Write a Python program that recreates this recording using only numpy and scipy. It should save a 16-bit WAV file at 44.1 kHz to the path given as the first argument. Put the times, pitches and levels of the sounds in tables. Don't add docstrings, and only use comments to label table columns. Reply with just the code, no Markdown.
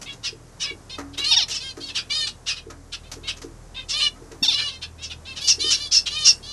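import sys
import numpy as np
from scipy import signal
from scipy.fft import rfft, irfft, next_fast_len
from scipy.io import wavfile
from scipy.ndimage import map_coordinates

SR = 44100
rng = np.random.default_rng(int(sys.argv[2]) if len(sys.argv) > 2 else 0)


def bounce(signal):
    frames = np.transpose(np.atleast_2d(signal))
    limited = np.clip(frames, -1, 1)
    pcm = np.round(limited * 32767).astype(np.int16)
    wavfile.write(sys.argv[1], SR, pcm)


N = 287532


def amp(db):
    return 10 ** (np.asarray(db) / 20)


def unit(x):
    return x / np.sqrt(np.mean(x ** 2) + 1e-20)


def along(points, hz):
    point_hz, values = np.transpose(points)
    return np.interp(np.log(hz + 1), np.log(point_hz + 1), values)


def clock(length):
    return np.arange(int(length * SR)) / SR


def wobble(rate, t):
    knots = rng.standard_normal(int(t[-1] * rate) + 4)
    return map_coordinates(knots, [t * rate + 1])


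def cycles(hz):
    return 2 * np.pi * np.cumsum(hz) / SR


def filtered(x, gain):
    size = next_fast_len(len(x) + 2048)
    spectrum = rfft(x, size) * gain(np.fft.rfftfreq(size, 1 / SR))
    return irfft(spectrum, size)[:len(x)]


def coloured(x, points, tilt_db=0):
    def gain(hz):
        octaves = np.log2(np.maximum(hz / 2000, 1))
        return amp(along(points, hz) + tilt_db * octaves)
    return unit(filtered(x, gain))


def swell(t, rise, fall):
    opening = np.sin(np.pi / 2 * np.clip(t / rise, 0, 1)) ** 2
    closing = np.sin(np.pi / 2 * np.clip((t[-1] - t) / fall, 0, 1)) ** 2
    return opening * closing


def arch(u, first, top, last, crest):
    climb = (first - top) * np.clip(1 - u / crest, 0, 1) ** 2
    sag = (last - top) * np.clip((u - crest) / (1 - crest), 0, 1) ** 2
    return top + climb + sag


def add(track, s, x):
    part = track[max(round(s * SR), 0):][:len(x)]
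    part += x[:len(part)]


def ring(modes, t, spread_db):
    total = 0
    for hz, db, t60 in modes:
        strength = amp(db + spread_db * rng.standard_normal() - 60 * t / t60)
        total = total + strength * np.sin(2 * np.pi * (hz * t + rng.random()))
    return total


# (frequency [Hz], t60 [s])
ROOM = [(300, 0.7), (2500, 0.23), (6000, 0.14), (11000, 0.51)]


def room(x, near_db, far_db, near_t60=0.11):
    t = clock(.35)
    hz, lag, z = signal.stft(rng.standard_normal(len(t)), SR, nperseg=256)
    decay = amp(-60 * lag / along(ROOM, hz)[:, None])
    tail = signal.istft(z * decay, SR, nperseg=256)[1][:len(t)] * (t > .006)
    sparse = rng.standard_normal(len(t)) * (rng.random(len(t)) < .02)
    near = sparse * amp(-60 * t / near_t60) * (t > .001)
    echoes = amp(near_db) * near / np.linalg.norm(near) + amp(far_db) * tail / np.linalg.norm(tail)
    echoes[0] = 1
    return signal.fftconvolve(x, echoes / np.linalg.norm(echoes))


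# (time [s], fundamental level [dB], second harmonic level [dB])
HUM = [(0, -53, -65), (1, -52, -50.5), (2, -56, -56.5), (2.801, -49, -48), (3.7, -46, -50),
       (4.4, -52.5, -56.5), (4.9, -57, -46.5), (6.5, -49.5, -52.5)]


def appliance_hum(hum_hz=39.4):
    t = np.arange(N) / SR
    s, first_db, second_db = np.transpose(HUM)
    levels = [np.interp(t, s, first_db), np.interp(t, s, second_db), -56, -63]
    phase = cycles(hum_hz * (1 + 0.017 * wobble(1.3, t)))
    hum = np.zeros(N)
    for k, db in enumerate(levels, 1):
        hum += amp(db + 1.3 * wobble(5, t)) * unit(np.sin(k * phase + .5 * wobble(9, t)))
    return hum


# (frequency [Hz], relative level [dB per Hz])
AIR = [(12, -25), (20, -25), (99, -2.5), (225, -9.5), (486, -11), (555, -13.5), (1080, -17), (1990, -24),
       (2740, -29.5), (3870, -29), (6080, -24), (11500, -33), (15000, -88), (22000, -120)]


def room_rush():
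    drift = amp(.9 * wobble(3, np.arange(N) / SR))
    return amp(-49) * drift * coloured(rng.standard_normal(N), AIR)


# (time [s], relative level [dB])
BUMPS = [(0.323, -31), (0.708, -28), (0.981, -29), (1.18, -32.5), (1.485, -36), (1.771, -27), (2.665, -28),
         (3.163, -30), (3.222, -33), (3.434, -24), (4.217, -32), (4.314, -28.5), (5.578, -25.5),
         (5.641, -26.5)]
# (frequency [Hz], relative level [dB], t60 [s])
PERCH = [(285.4, -9.5, 0.44), (336.3, -2.5, 0.34), (382, 3, 0.12), (449.6, 3, .15)]


def perch_bumps():
    out, t = np.zeros(N), clock(0.36)
    for s, db in BUMPS:
        contact = 1 - np.exp(-t / 0.0042)
        add(out, s, amp(db - 9.5) * ring(PERCH, t, spread_db=2) * contact)
    return out


# (time [s], tray knock level [dB], wire tick level [dB])
TAPS = [(.014, -40.5, -28), (.123, -50, -36.5), (.982, -23.5, -32), (1.177, -36.5, -23), (1.481, -44, -26),
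        (1.768, -35, -39.5), (2.699, -34, -37), (3.115, -37, -26), (3.365, -45, -38), (3.416, -37.5, -32.5),
        (4.158, -43, -60), (4.313, -36.5, -38), (4.423, -39, -59)]
# (frequency [Hz], relative level [dB], t60 [s])
TRAY = [(282, -10.5, 0.59), (600, -9, 0.082), (1270, -3, 0.06), (1517, -17.5, 0.065), (1935, -8.5, 0.059)]
# (frequency [Hz], relative level [dB])
WIRES = [(800, -7), (2000, -4), (3500, -3), (6200, 3), (9000, -11.5), (12000, -13)]


def cage_taps():
    out, t = np.zeros(N), clock(0.36)
    for s, knock_db, tick_db in TAPS:
        chatter = amp(2.5 * wobble(350, t))
        tick = coloured(rng.standard_normal(len(t)), WIRES) * chatter * amp(-60 * t / 0.11)
        dull = [(250, -9), (1400, -4), (2300, -13), (5000, -60)]  # (frequency [Hz], level [dB])
        thud = coloured(rng.standard_normal(len(t)), dull) * amp(-60 * t / 0.17)
        knock = 1.32 * ring(TRAY, t, spread_db=1.5) + .5 * thud
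        contact = 1 - np.exp(-t / .005)
        tap = (amp(tick_db) * tick + amp(knock_db) * knock) * contact
        add(out, s, room(tap, near_db=-18.5, far_db=-10.5))
    return out


LANDING_S = 4.421
# (frequency [Hz], level [dB], t60 [s])
LANDING = (257, -23, 0.057)


def landing():
    out, t = np.zeros(N), clock(0.36)
    hz, db, t60 = LANDING
    add(out, LANDING_S, amp(db) * np.sin(2 * np.pi * hz * t) * amp(-60 * t / t60))
    return out


def syrinx(pitch, rough, t, flicker_db=3):
    jitter, shimmer_db, smear = .035, 6, 0.23
    phase = cycles(pitch * (1 + jitter * rough * wobble(356.5, t)))
    puffs = np.zeros(len(t))
    for k in range(1, 23):
        flicker = amp(flicker_db * wobble(40, t))
        puffs += flicker * np.cos(k * phase - smear * k * k + 0.29 * wobble(58.2, t))
    hiss = unit(rng.standard_normal(len(t)) * (1 + 0.55 * np.cos(phase)))
    return unit(puffs) * amp(shimmer_db * rough * wobble(311, t)) + rough * hiss


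NASAL_FIRST, NASAL_LAST, NASAL_CREST = .88, .93, .46
NASAL_ROUGH, HOARSE_ONSET, HOARSE_S = .17, .38, .025
NASAL_ARCH_DB, NASAL_RISE, NASAL_RELEASE_S = 4.1, .12, .019
# (start [s], length [s], top pitch [Hz], relative level [dB], beak opening as brightness [dB])
NASAL = [(.056, .074, 566, -34.5, -8.5), (.635, .086, 574, -32, -8), (.892, .08, 531, -34.5, -2.5),
         (1.17, .097, 569, -27, -5), (1.233, .125, 619, -22, 1.5), (1.595, .133, 538, -32.5, 1),
         (1.797, .112, 552, -35.5, 3.5), (2.09, .18, 617, -23.5, 1), (3.03, .07, 520, -50, -6),
         (3.23, .075, 547, -38.5, -6), (3.742, .074, 529, -33, -8.5), (3.922, .145, 613, -22.5, 0),
         (3.994, .098, 596, -20.5, -2.5), (4.51, .195, 589, -25, -.5), (4.675, .105, 536, -36.5, -1.5),
         (4.977, .112, 549, -42, -7), (5.247, .1, 535, -36.5, -3.5), (5.403, .105, 587, -28, 6),
         (5.586, .185, 614, -21.5, 2), (5.768, .12, 589, -31.5, 3.5), (6.09, .2, 613, -26, 1),
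         (6.42, .165, 587, -36, 4)]
# (frequency [Hz], relative level [dB])
NASAL_THROAT = [(550, -29.5), (1150, -18), (1750, -18.5), (2350, -11.5), (3000, 0), (3600, -4.5), (4200, 1),
                (4900, -7.5), (5800, -12), (7500, -23), (10000, -24.5), (12000, -47)]


def nasal_calls():
    out = np.zeros(N)
    for s, length, top, db, bright_db in NASAL:
        t = clock(length)
        u = t / length
        unsteady = 1 + .0034 * wobble(69.4, t)
        pitch = top * arch(u, NASAL_FIRST, 1, NASAL_LAST, NASAL_CREST) * unsteady
        hoarse = NASAL_ROUGH + HOARSE_ONSET * np.exp(-t / HOARSE_S)
        throat = np.array(NASAL_THROAT) * [2 ** (bright_db / 40), 1]
        voice = coloured(syrinx(pitch, hoarse, t), throat, bright_db / 2)
        effort = swell(t, NASAL_RISE * length, NASAL_RELEASE_S) * amp(-NASAL_ARCH_DB * (2 * u - 1) ** 2)
        add(out, s, room(amp(db + .5) * voice * effort, near_db=-1.5, far_db=-19))
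    return out


YELP_HOLD_S, TUMBLE_S, TUMBLE_HZ, TUMBLE_DB = .011, .042, 440, 12
# (start [s], top pitch [Hz], level [dB], beak opening as brightness [dB per octave])
YELPS = [(1.308, 943, -10.5, -.5), (4.424, 918, -12, 3.5)]
# (delay [s], length [s])
SYLLABLES = [(0, .052), (.053, .084)]
# (frequency [Hz], relative level [dB])
YELP_THROAT = [(500, -30.5), (900, -21), (1800, -21.5), (2700, -11.5), (3650, -0.5), (4500, -7.5),
               (5400, -4), (6400, -21), (8000, -32.5), (12000, -41)]


def yelps():
    out = np.zeros(N)
    for s, top, db, bright_db in YELPS:
        for delay, length in SYLLABLES:
            t = clock(length)
            tumble = 1 - np.exp(-(np.maximum(t - YELP_HOLD_S, 0) / TUMBLE_S) ** 1.3)
            scoop = 1 - .052 * np.exp(-t / .004)
            pitch = (top - TUMBLE_HZ * tumble) * scoop
            voice = coloured(syrinx(pitch, .13 + .067 * tumble, t, flicker_db=4), YELP_THROAT, bright_db)
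            effort = swell(t, rise=.0094, fall=.012) * amp(-TUMBLE_DB * tumble ** .4)
            add(out, s + delay, room(amp(db) * voice * effort, near_db=-4, far_db=-13))
    return out


CHIRP_HZ, CLIPPED_LIFT, CLIPPED_S = 2900, .38, .043
CHIRP_FIRST, CHIRP_LAST, CHIRP_CREST, CHIRP_SLIDE = .86, .96, .36, .125
CHIRP_ARCH_DB, CHIRP_RISE_S, CHIRP_RELEASE_S = 16, .018, .006
RASP, RASP_AT_DB, CLEARS_PER_DB = .8, -25, .012
SHRED_ONSET, SHRED_SETTLED, CLEAR_S = .85, .5, .032
# (start [s], length [s], relative level [dB], second harmonic over the first [dB])
CHIRPS = [(.225, .078, -26.5, -1), (.591, .08, -25.5, 1.5), (1.124, .038, -42, -9), (1.486, .066, -27, 3.5),
          (1.526, .068, -27.5, 4.5), (1.874, .052, -34.5, -10), (1.939, .072, -23.5, -5.5),
          (2.259, .029, -23.5, -3.5), (2.455, .083, -23, -2.5), (2.549, .058, -37, -9),
          (2.913, .05, -30, -4.5), (3.265, .052, -25, -7), (3.879, .061, -24.5, 6.5),
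          (4.566, .062, -27, -19), (4.807, .053, -32, -8.5), (5.014, .06, -32.5, 7),
          (5.089, .054, -34.5, -9), (5.348, .064, -32.5, -3.5), (5.464, .072, -12.5, 11.5),
          (5.692, .063, -16, 6.5), (5.906, .098, -12.5, 12.5), (6.052, .037, -22, -6.5),
          (6.238, .084, -9.5, 13)]
# (frequency [Hz], relative level [dB])
CHIRP_THROAT = [(500, -14), (1300, 0), (2000, -9.5), (2700, -1.5), (4200, 4), (5500, 2), (6500, -6),
                (8500, -4.5), (10500, -9), (12000, -18.5)]


def chirps(flutter_hz=800, flutter_depth=1.0, third_db=-14, fourth_db=-17):
    out = np.zeros(N)
    for s, length, db, second_db in CHIRPS:
        t = clock(length)
        u = t / length
        top = CHIRP_HZ * (1 + CLIPPED_LIFT * np.exp(-(length / CLIPPED_S) ** 2))
        rasp = np.clip(RASP - CLEARS_PER_DB * (db - RASP_AT_DB), 0, 1)
        slide = .5 + .5 * np.tanh((u - .52) / .12)
        sag = (CHIRP_SLIDE - .005 * second_db) * slide
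        shred = rasp * (SHRED_SETTLED + SHRED_ONSET / (1 + (t / CLEAR_S) ** 5))
        unsteady = 1 + .015 * wobble(130, t) + .09 * shred * wobble(1800, t)
        air = .18 * shred * rng.standard_normal(len(t))
        flutter = cycles(flutter_hz * (1 + 0.26 * wobble(219.8, t)))
        pitch = top * (arch(u, CHIRP_FIRST, 1, CHIRP_LAST, CHIRP_CREST) - sag) * unsteady
        phase = cycles(pitch) + 0.22 * shred * np.sin(flutter)
        levels = [0, second_db, third_db + second_db / 2, fourth_db + second_db / 2]
        tone = sum(amp(level) * np.sin(k * phase) for k, level in enumerate(levels, 1))
        gate = unit(np.exp(2 * flutter_depth * shred * (np.cos(flutter) - shred / 2)))
        voice = coloured((unit(tone) + air) * gate, CHIRP_THROAT)
        effort = swell(t, CHIRP_RISE_S, CHIRP_RELEASE_S) * amp(-CHIRP_ARCH_DB * (2 * u - 1) ** 2)
        add(out, s, room(amp(db + 2) * voice * effort, near_db=-2, far_db=-8))
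    return out


def scene():
    background = appliance_hum() + room_rush()
    cage = perch_bumps() + cage_taps() + landing()
    birds = nasal_calls() + yelps() + chirps()
    return (background + cage + birds)[None]


TOP_HZ = 11850


def record(dry):
    rounded = dry[0] / (1 + np.abs(dry[0] / .75) ** 6) ** (1 / 6)
    return filtered(rounded, lambda hz: hz < TOP_HZ)[None]


dry = scene()
out = record(dry)
bounce(out)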